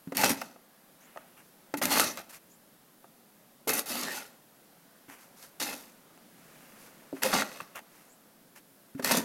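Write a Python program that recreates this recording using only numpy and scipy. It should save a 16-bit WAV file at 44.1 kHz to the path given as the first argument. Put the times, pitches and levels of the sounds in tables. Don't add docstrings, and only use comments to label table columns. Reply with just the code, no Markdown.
import sys
import numpy as np
from scipy import signal
from scipy.fft import rfft, irfft, next_fast_len
from scipy.io import wavfile
from scipy.ndimage import uniform_filter1d, map_coordinates

SR = 44100
rng = np.random.default_rng(int(sys.argv[2]) if len(sys.argv) > 2 else 0)


def digitize_waveform(pressure):
    field = np.atleast_2d(pressure).T
    bounded = np.clip(field, -1, 1)
    quanta = np.round(bounded * 32767).astype(np.int16)
    wavfile.write(sys.argv[1], SR, quanta)


N = 407484

# frequency in Hz, relative level in dB per Hz.
GRIT_COLOUR = [(1200, -36), (2500, -3.5), (3200, 0.5), (4200, 5), (6000, 4.5), (8000, 1.5), (11500, 4),
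               (13800, 2.5), (15500, -10)]
# frequency in Hz, relative level in dB per Hz.
CRACK_COLOUR = [(200, -15), (600, 8), (1050, 3.5), (1500, 7), (2400, -5.5), (4000, -10), (15000, -16)]


def scrape():
    # frequency in Hz, relative level in dB per Hz.
    rasp_colour = [(25, -18), (120, -13), (200, -6.5), (500, -0.5), (1050, -3), (1400, -3), (2500, -7),
                   (3500, -10), (9000, -28)]
    # frequency in Hz, width in Hz, level in dB.
    scoop_modes = [(214, 44, 0), (248, 52, -.5)]
    # time in seconds, pitch ratio.
    scoop_pitch = [(2.0, 1.03), (3.7, 1.09), (5.8, 1.17), (7.2, 1)]
    grit_gain, treble_gain, rasp_gain, boom_gain = shoves()

    catching = 1 + 0.38 * bursts(rate=130, life_s=0.0016, spread_db=2.5)
    catching = catching * amp(0.5 * wobble(250))
    slips = grains(rate=16000, spread_db=3.0) * catching

    bend = 1 + 0.008 * wobble(14)
    grit = flexed(plastic(coloured(slips, GRIT_COLOUR)), bend)
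    grit = shifting(grit, depth_db=2.8)
    treble = filtered(grit, lambda f: f ** 4 / (f ** 4 + 8000 ** 4))

    rasp = plastic(coloured(grains(rate=3500, spread_db=3.5) * catching, rasp_colour))
    rasp = shifting(rasp, depth_db=2.9)

    swing = np.tanh(8.4 * resonant(slips, scoop_modes))
    boom = resonant(swing, [(235, 133, 0)])
    boom = flexed(boom, curves(scoop_pitch)[0])

    edge = grit_gain * (grit - treble) + treble_gain * treble
    return edge + rasp_gain * rasp + boom_gain * boom + plastic(stones(rasp_gain))


def shoves():
    # start in seconds, attack in seconds, hold in seconds, time to fall 60 dB in seconds,
    # rasp in dB, swell during the hold in dB, grit over rasp in dB, boom over rasp in dB,
    # extra treble of the grit in dB.
    shove_rows = [(0.147, 0.0054, 0.018, .08, -40, -8, 1, 3, -1),
                  (0.164, 0.0064, 0.054, 0.15, -34.5, 5.5, -3, -10.5, 4.5),
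                  (0.232, 0.0019, 0.045, 0.089, -28, -3, 0, -5, -2),
                  (0.291, 0.0029, 0.0094, 0.14, -27, -2.5, -1.5, 0, 5.5),
                  (0.361, 0.016, 0.08, 0.33, -51, -5.5, 2, 0, -2),
                  (1.77, 0.0033, 0.014, 0.054, -43.5, -2, -3.5, 1.5, 11),
                  (1.814, 0.008, 0.017, 0.36, -32, 1, -7.5, -2.5, 9),
                  (1.887, 0.025, 0.095, 0.37, -32.5, 3, 1.5, -8, 1),
                  (2.174, 0.0054, 0.02, 0.12, -42, -2.5, -5.5, -22, 0),
                  (3.673, 0.0026, 0.032, 0.2, -31.5, -1, -7, -10, 10.5),
                  (3.727, 0.0083, 0.057, 0.13, -37, 1.5, 0, -8, 7),
                  (3.856, .004, 0.044, 0.13, -48, 5.5, 2, -19, 6.5),
                  (3.889, 0.0061, 0.12, 0.099, -41, 0.5, 2, -3.5, 1.5),
                  (4.013, 0.016, 0.076, 0.18, -38, -7, 2.5, -7, -6.5),
                  (4.108, .008, 0.056, 0.36, -42, -0.5, 0, -14.5, 1.5),
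                  (5.598, 0.0041, 0.033, 0.19, -37, -1.5, 5.5, -6.5, -2),
                  (5.65, 0.021, 0.042, 0.099, -40.5, -0.5, -3.5, -8, 3),
                  (5.723, .003, 0.015, 0.06, -44, 1, -2, -6.5, 2),
                  (5.741, .012, 0.055, 0.48, -52.5, -3.5, 1.5, -5, 4.5),
                  (7.219, 0.0058, 0.027, 0.51, -34, 2.5, -3.5, -8.5, 3),
                  (7.316, 0.019, 0.073, 0.081, -28, -6.5, 0.5, -5.5, -10),
                  (7.403, 0.003, 0.024, 0.047, -34.5, 0, -3.5, -14, -10),
                  (7.434, 0.0079, 0.16, 0.46, -47.5, -6, -1.5, -20, -2),
                  (9.022, 0.0045, 0.014, .1, -39.5, -10, -2.5, 1.5, 1),
                  (9.04, 0.0043, 0.075, .12, -32.5, -0.5, -1.5, -8.5, 2),
                  (9.109, 0.0042, 0.041, 0.093, -27.5, -7.5, 2.5, -3, -3),
                  (9.158, 0.013, 0.012, 0.16, -30.5, -3, 0, 2.5, 3)]
    grit_swell_db = 0.5
    boom_lag_s, boom_release_ratio = 0.0077, 1.13

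    grit, treble, rasp, boom = np.zeros((4, N))
    t = np.arange(SR) / SR
    for s, attack, hold, release, db, swell_db, grit_db, boom_db, treble_db in shove_rows:
        progress = np.clip((t - attack) / hold, 0, 1)
        force = amp(db + swell_db * progress) * np.minimum(t / attack, 1)
        fade_db = -60 * np.maximum(t - attack - hold, 0) / release
        edge = force * amp(grit_db + grit_swell_db * progress + fade_db)
        add(rasp, s, (force * amp(fade_db)) ** 2)
        add(grit, s, edge ** 2)
        add(treble, s, (edge * amp(treble_db)) ** 2)
        boom_gain = force * amp(boom_db + fade_db / boom_release_ratio)
        add(boom, s + boom_lag_s, boom_gain ** 2)
    return np.sqrt([grit, treble, rasp, boom])


def stones(force):
    # frequency in Hz, relative level in dB per Hz.
    stone_colour = [(150, -20), (600, 0), (1500, 4), (2700, -5), (5000, 1), (9000, -16), (15000, -20)]
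    scratches = bursts(rate=110, life_s=0.0017, spread_db=1.0) * rng.standard_normal(N)
    level_db = -10
    return amp(level_db) * force * coloured(scratches, stone_colour)


def judders(sharpness=8):
    # start in seconds, length in seconds, frequency in Hz, level in dB.
    judder_rows = [(0.233, .06, 560, -35), (1.991, 0.054, 1304, -31.5), (2.027, 0.11, 6000, -42),
                   (3.668, 0.046, 440, -33.5), (4.023, 0.13, 1820, -42.5), (7.219, 0.064, 517, -32.5)]
    track = np.zeros(N)
    for s, length, hz, db in judder_rows:
        swell = signal.windows.tukey(int(length * SR), .5)
        mode = [(hz, hz / sharpness, 0)]
        note = resonant(resonant(rng.standard_normal(SR // 2), mode), mode)
        note = note[-len(swell):]
        add(track, s, amp(db) * swell * unit(note))
    return track


def snaps():
    # time in seconds, bright tick of the edge in dB, dull clack of the blade in dB.
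    snap_rows = [(0.17, -12.5, -28), (0.244, -12, -22), (.2945, -24, -25), (0.415, -29.5, -30),
                 (1.1733, -59, -34.5), (1.855, -12.5, -24), (1.927, -21, -31), (1.997, -11.5, -15),
                 (2.0145, -21, -32), (2.044, -27, -25), (2.173, -26, -39), (3.693, -15.5, -28),
                 (3.793, -16, -28), (3.955, -25, -27), (4.084, -35, -24.5), (5.099, -44, -36),
                 (5.427, -40, -54), (5.7305, -33, -30), (6.176, -62, -44), (7.234, -12, -15.5),
                 (7.3383, -23, -14.5), (7.353, -25, -23), (7.421, -34, -15), (7.608, -36, -30),
                 (7.7575, -34, -36), (7.7915, -48, -33), (9.046, -13.5, -24), (9.1195, -11.5, -23),
                 (9.1707, -20, -25)]
    track, t = np.zeros(N), np.arange(SR // 30) / SR
    quick = amp(-60 * t / 0.0068)
    slow = amp(-24 - 60 * t / .05)
    fade = (quick + slow) * (1 - np.exp(-t / .0002))
    for s, edge_db, blade_db in snap_rows:
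        edge, blade = rng.standard_normal((2, len(t)))
        tick = amp(edge_db) * coloured(edge, GRIT_COLOUR)
        clack = amp(blade_db) * coloured(blade, CRACK_COLOUR)
        add(track, s, fade * (tick + clack))
    return plastic(track)


def knocks():
    # frequency in Hz, level in dB, time to fall 60 dB in seconds.
    shovel_modes = [(166, 1.5, 0.068), (268, 1.5, 0.11), (368.5, -8, 0.13), (535, 6, 0.028),
                    (672, -3, 0.063), (902, -2.5, 0.033), (1240, 1.5, 0.026), (1500, -21, 0.076),
                    (1800, 0, 0.014), (2000, -6, 0.02), (2620, 5, 0.02)]
    # time in seconds, level in dB, centre of the blow's spectrum in Hz,
    # dry crack over the ring in dB.
    knock_rows = [(.073, -25, 163, -24), (.121, -25, 420, -9.5), (.236, -15.5, 1290, -3),
                  (.417, -29, 1000, 1), (0.56, -40, 697, -24), (1.161, -33, 730, -22),
                  (1.174, -33.5, 1000, -17), (1.739, -20, 310, -4.5), (1.815, -18, 674, -5.5),
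                  (2.173, -28, 1130, -15), (3.043, -41, 790, -22), (3.673, -24, 477, -26),
                  (5.083, -39.5, 200, -15), (7.128, -22.5, 340, -28), (7.167, -42, 1600, -1.5),
                  (7.603, -27.5, 1420, -16), (7.615, -39, 140, -5), (8.949, -25.5, 173, -25),
                  (8.9953, -22.5, 425, -12), (9.110, -15.5, 1350, -2.5), (9.146, -16, 880, -24)]
    blow_octaves = 0.85
    clack_db, clack_cycles = 3, 0.53
    crack_t60_s = 0.042
    low_hz = 131

    track, t = np.zeros(N), np.arange(SR // 4) / SR
    hz, level, t60 = np.transpose(shovel_modes)[:, :, None]
    for s, db, centre_hz, crack_db in knock_rows:
        blow = lambda f: amp(-5.5 * (np.log2((f + 1) / centre_hz) / blow_octaves) ** 2)
        cycles = t * centre_hz

        strength, detune, phase = rng.standard_normal((3, len(hz), 1))
        gain = amp(level + 1.8 * strength) * blow(hz)
        tones = np.sin(2 * np.pi * (hz * (1 + 0.024 * detune) * t + phase))
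        ring = np.sum(gain * amp(-60 * t / t60) * tones, axis=0) / np.linalg.norm(gain)

        puff = unit(filtered(rng.standard_normal(len(t)), blow)) * amp(-11.0 - 60 * t / 0.036)
        body = (ring + puff) * (1 - np.exp(-cycles / 1.03))

        clack = amp(clack_db) * np.sin(2 * np.pi * cycles) * np.exp(-cycles / clack_cycles)
        clack *= 1 - np.exp(-cycles / .15)

        crack = coloured(rng.standard_normal(len(t)), CRACK_COLOUR)
        crack *= amp(crack_db - 60 * t / crack_t60_s) * (1 - np.exp(-t / .0007))
        add(track, s, amp(db) * (clack + plastic(crack) + body))
    return filtered(track, lambda f: (1j * f / (1j * f + low_hz)) ** 2)


def plastic(x):
    # frequency in Hz, width in Hz, lift in dB.
    blade_modes = [(407, 42, 2.5), (575, 170, 3), (863, 55, 6.5), (1214, 26, 5), (1382, 130, 3.5),
                   (1926, 230, 5.5), (2110, 73, 6.5), (2606, 154, 9.5), (2829, 27, 6.5)]
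    # frequency in Hz, width in Hz, lift in dB.
    edge_modes = [(3706, 73, 3), (4410, 120, 4), (5500, 83, 2), (6180, 570, 3), (7250, 260, 0.5)]
    hz, width, db = np.transpose(list(blade_modes) + list(edge_modes))[:, :, None]
    f, lift = np.fft.rfftfreq(4096, 1 / SR), np.sqrt(amp(db))
    off, loss = hz * hz - f * f, 1j * f * width
    peaks = (off + loss * lift) / (off + loss / lift)
    impulse = irfft(peaks.prod(axis=0))
    return np.std(x) * unit(signal.oaconvolve(x, impulse)[:len(x)])


def houses(x, t60, wet_db):
    t = np.arange(SR // 2) / SR
    colour = [(150, 0.0), (600, 4.5), (2000, -1.5), (6000, -10.5), (14000, -28)]  # Hz, dB per Hz
    tail = coloured(rng.standard_normal(len(t)), colour)
    tail *= amp(-60 * t / t60) * (1 - np.exp(-t / 0.011))
    return amp(wet_db) * signal.oaconvolve(x, tail / np.linalg.norm(tail))[:N]


def scuffs():
    # start in seconds, length in seconds, crunch in dB, fizz in dB.
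    scuff_rows = [(0.976, 0.45, -62, -89), (1.366, 0.075, -57.5, -64), (2.291, 0.04, -53.5, -51),
                  (2.323, 0.07, -50.5, -49.5), (5.082, 0.12, -52, -58), (5.183, 0.13, -59.5, -60),
                  (5.361, 0.17, -62, -55.5), (5.423, 0.05, -60, -62), (6.348, 1, -61, -67),
                  (6.782, 0.14, -65.5, -59.5), (7.141, 0.13, -57, -59), (7.748, 0.066, -43.5, -56),
                  (7.893, 0.29, -63, -64), (8.554, 0.055, -55, -56), (8.977, 0.045, -56, -63)]
    # frequency in Hz, relative level in dB per Hz.
    crunch_colour = [(200, -4.5), (700, 8.5), (1400, 11), (2100, 10), (2800, 8.5), (4500, -8),
                     (9000, -10.5)]
    skew, taper = 0.53, 1.26
    crunch, fizz = np.zeros(N), np.zeros(N)
    for s, length, crunch_db, fizz_db in scuff_rows:
        u = np.linspace(0, 1, int(length * SR))
        swell = np.abs(np.sin(np.pi * u ** skew)) ** taper
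        add(crunch, s, amp(crunch_db) * swell)
        add(fizz, s, amp(fizz_db) * swell)
    clumps = 1.5 + 0.36 * bursts(rate=63, life_s=0.0081, spread_db=0)
    crystals = grains(rate=6000, spread_db=1.5) * clumps
    return crunch * coloured(crystals, crunch_colour) + fizz * coloured(crystals, GRIT_COLOUR)


def jacket():
    # middle of the swish in seconds, pitch at the middle in Hz, level in dB.
    swish_rows = [(1.035, 6600, -61), (2.525, 6950, -62), (8.12, 7450, -61)]
    track, t = np.zeros(N), np.linspace(-.06, .06, round(.12 * SR))
    for s, hz, db in swish_rows:
        fuzz = unit(filtered(rng.standard_normal(len(t)), lambda f: 1 / (1 + (f / 550) ** 2)))
        whistle = np.sin(2 * np.pi * hz * (t + 1.4 * t * t))
        add(track, s + t[0], amp(db) * np.hanning(len(t)) * fuzz * whistle)
    return track


def street():
    # time in seconds, hum in dB, tyre rush in dB.
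    traffic_rows = [(0.73, -66.5, -63.5), (1.56, -63.5, -63), (2.77, -65, -65.5), (4.7, -65.5, -63),
                    (6.07, -63.5, -61), (6.6, -59.5, -60), (7.97, -64.5, -62), (8.57, -64.5, -65)]
    # frequency in Hz, relative level in dB per Hz.
    hum_colour = [(25, -15), (65, -28), (110, -12.5), (160, -1.5), (215, 0.5), (280, -2.5), (400, -7),
                  (900, -22.5)]
    tyre_colour = [(150, -21), (380, -6), (550, 3), (900, -1.5), (1150, -3), (1500, -3), (2500, -10.5),
                   (5000, -13.5), (10000, -22)]
    hiss_colour = [(1000, -24), (3000, -6), (7000, -6.5), (12000, 5), (15800, -1.5)]
    hum_gain_db, tyre_gain_db = 2, -1

    hum_db, tyre_db = curves(traffic_rows)
    hum = coloured(rng.standard_normal(N), hum_colour)
    hum *= amp(hum_gain_db + hum_db + 0.16 * wobble(14))
    tyres = shifting(coloured(rng.standard_normal(N), tyre_colour), depth_db=1.2)
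    tyres *= amp(tyre_gain_db + tyre_db + .6 * wobble(7))
    waver_db = .9 * wobble(2.5) + .4 * wobble(12)
    hiss = shifting(coloured(rng.standard_normal(N), hiss_colour), depth_db=2.2)
    hiss *= amp(-65.5 + waver_db)
    return hum + tyres + hiss


def grains(rate, spread_db):
    size = amp(spread_db * np.clip(rng.standard_normal(N), -2.5, 2.5))
    return unit((rng.random(N) < rate / SR) * size * rng.choice([-1, 1], N))


def bursts(rate, life_s, spread_db):
    keep = np.exp(-1 / (SR * life_s))
    return unit(signal.lfilter([1], [1, -keep], np.abs(grains(rate, spread_db))))


def shifting(x, depth_db, size=1024):
    z = signal.stft(x, nperseg=size)[2]
    field = uniform_filter1d(rng.standard_normal(z.shape), size=3, axis=0)
    field = uniform_filter1d(field, size=7, axis=1)
    return unit(signal.istft(z * amp(depth_db * unit(field)), nperseg=size)[1][:len(x)])


def flexed(x, ratio):
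    return unit(map_coordinates(x, [np.cumsum(ratio)], mode="wrap"))


def resonance(f, modes):
    return sum(amp(db) * 1j * f * w / (c * c - f * f + 1j * f * w) for c, w, db in modes)


def resonant(x, modes):
    return unit(filtered(x, lambda f: resonance(f, modes)))


def coloured(x, points, size=2048):
    hz, db = np.transpose(points)
    f = np.fft.rfftfreq(size, 1 / SR)
    shape = amp(np.interp(np.log(f + 1), np.log(hz), db))
    cepstrum = irfft(np.log(shape))
    cepstrum[1:size // 2] *= 2
    cepstrum[size // 2 + 1:] = 0
    impulse = irfft(np.exp(rfft(cepstrum)))
    return unit(signal.oaconvolve(x, impulse)[:len(x)])


def filtered(x, response):
    m = next_fast_len(len(x) + 8192)
    return irfft(rfft(x, m) * response(np.fft.rfftfreq(m, 1 / SR)), m)[:len(x)]


def wobble(rate):
    knots = rng.standard_normal(int(N * rate / SR) + 4)
    return map_coordinates(knots, [np.arange(N) * rate / SR])


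def curves(rows):
    s, *cols = np.transpose(rows)
    return [np.interp(np.arange(N) / SR, s, c) for c in cols]


def add(track, s, sound):
    part = track[round(s * SR):][:len(sound)]
    part += sound[:len(part)]


def amp(db):
    return 10 ** (np.asarray(db) / 20)


def unit(x):
    return x / np.sqrt(np.mean(x ** 2) + 1e-20)


def scene():
    contacts = scrape() + judders() + snaps() + knocks()
    echo = houses(contacts, t60=0.45, wet_db=-22.0)
    return (contacts + echo + scuffs() + jacket() + street())[None]


def record(dry):
    top_hz = 15950
    return filtered(dry[0], lambda hz: hz < top_hz)[None]


dry = scene()
out = record(dry)
digitize_waveform(out)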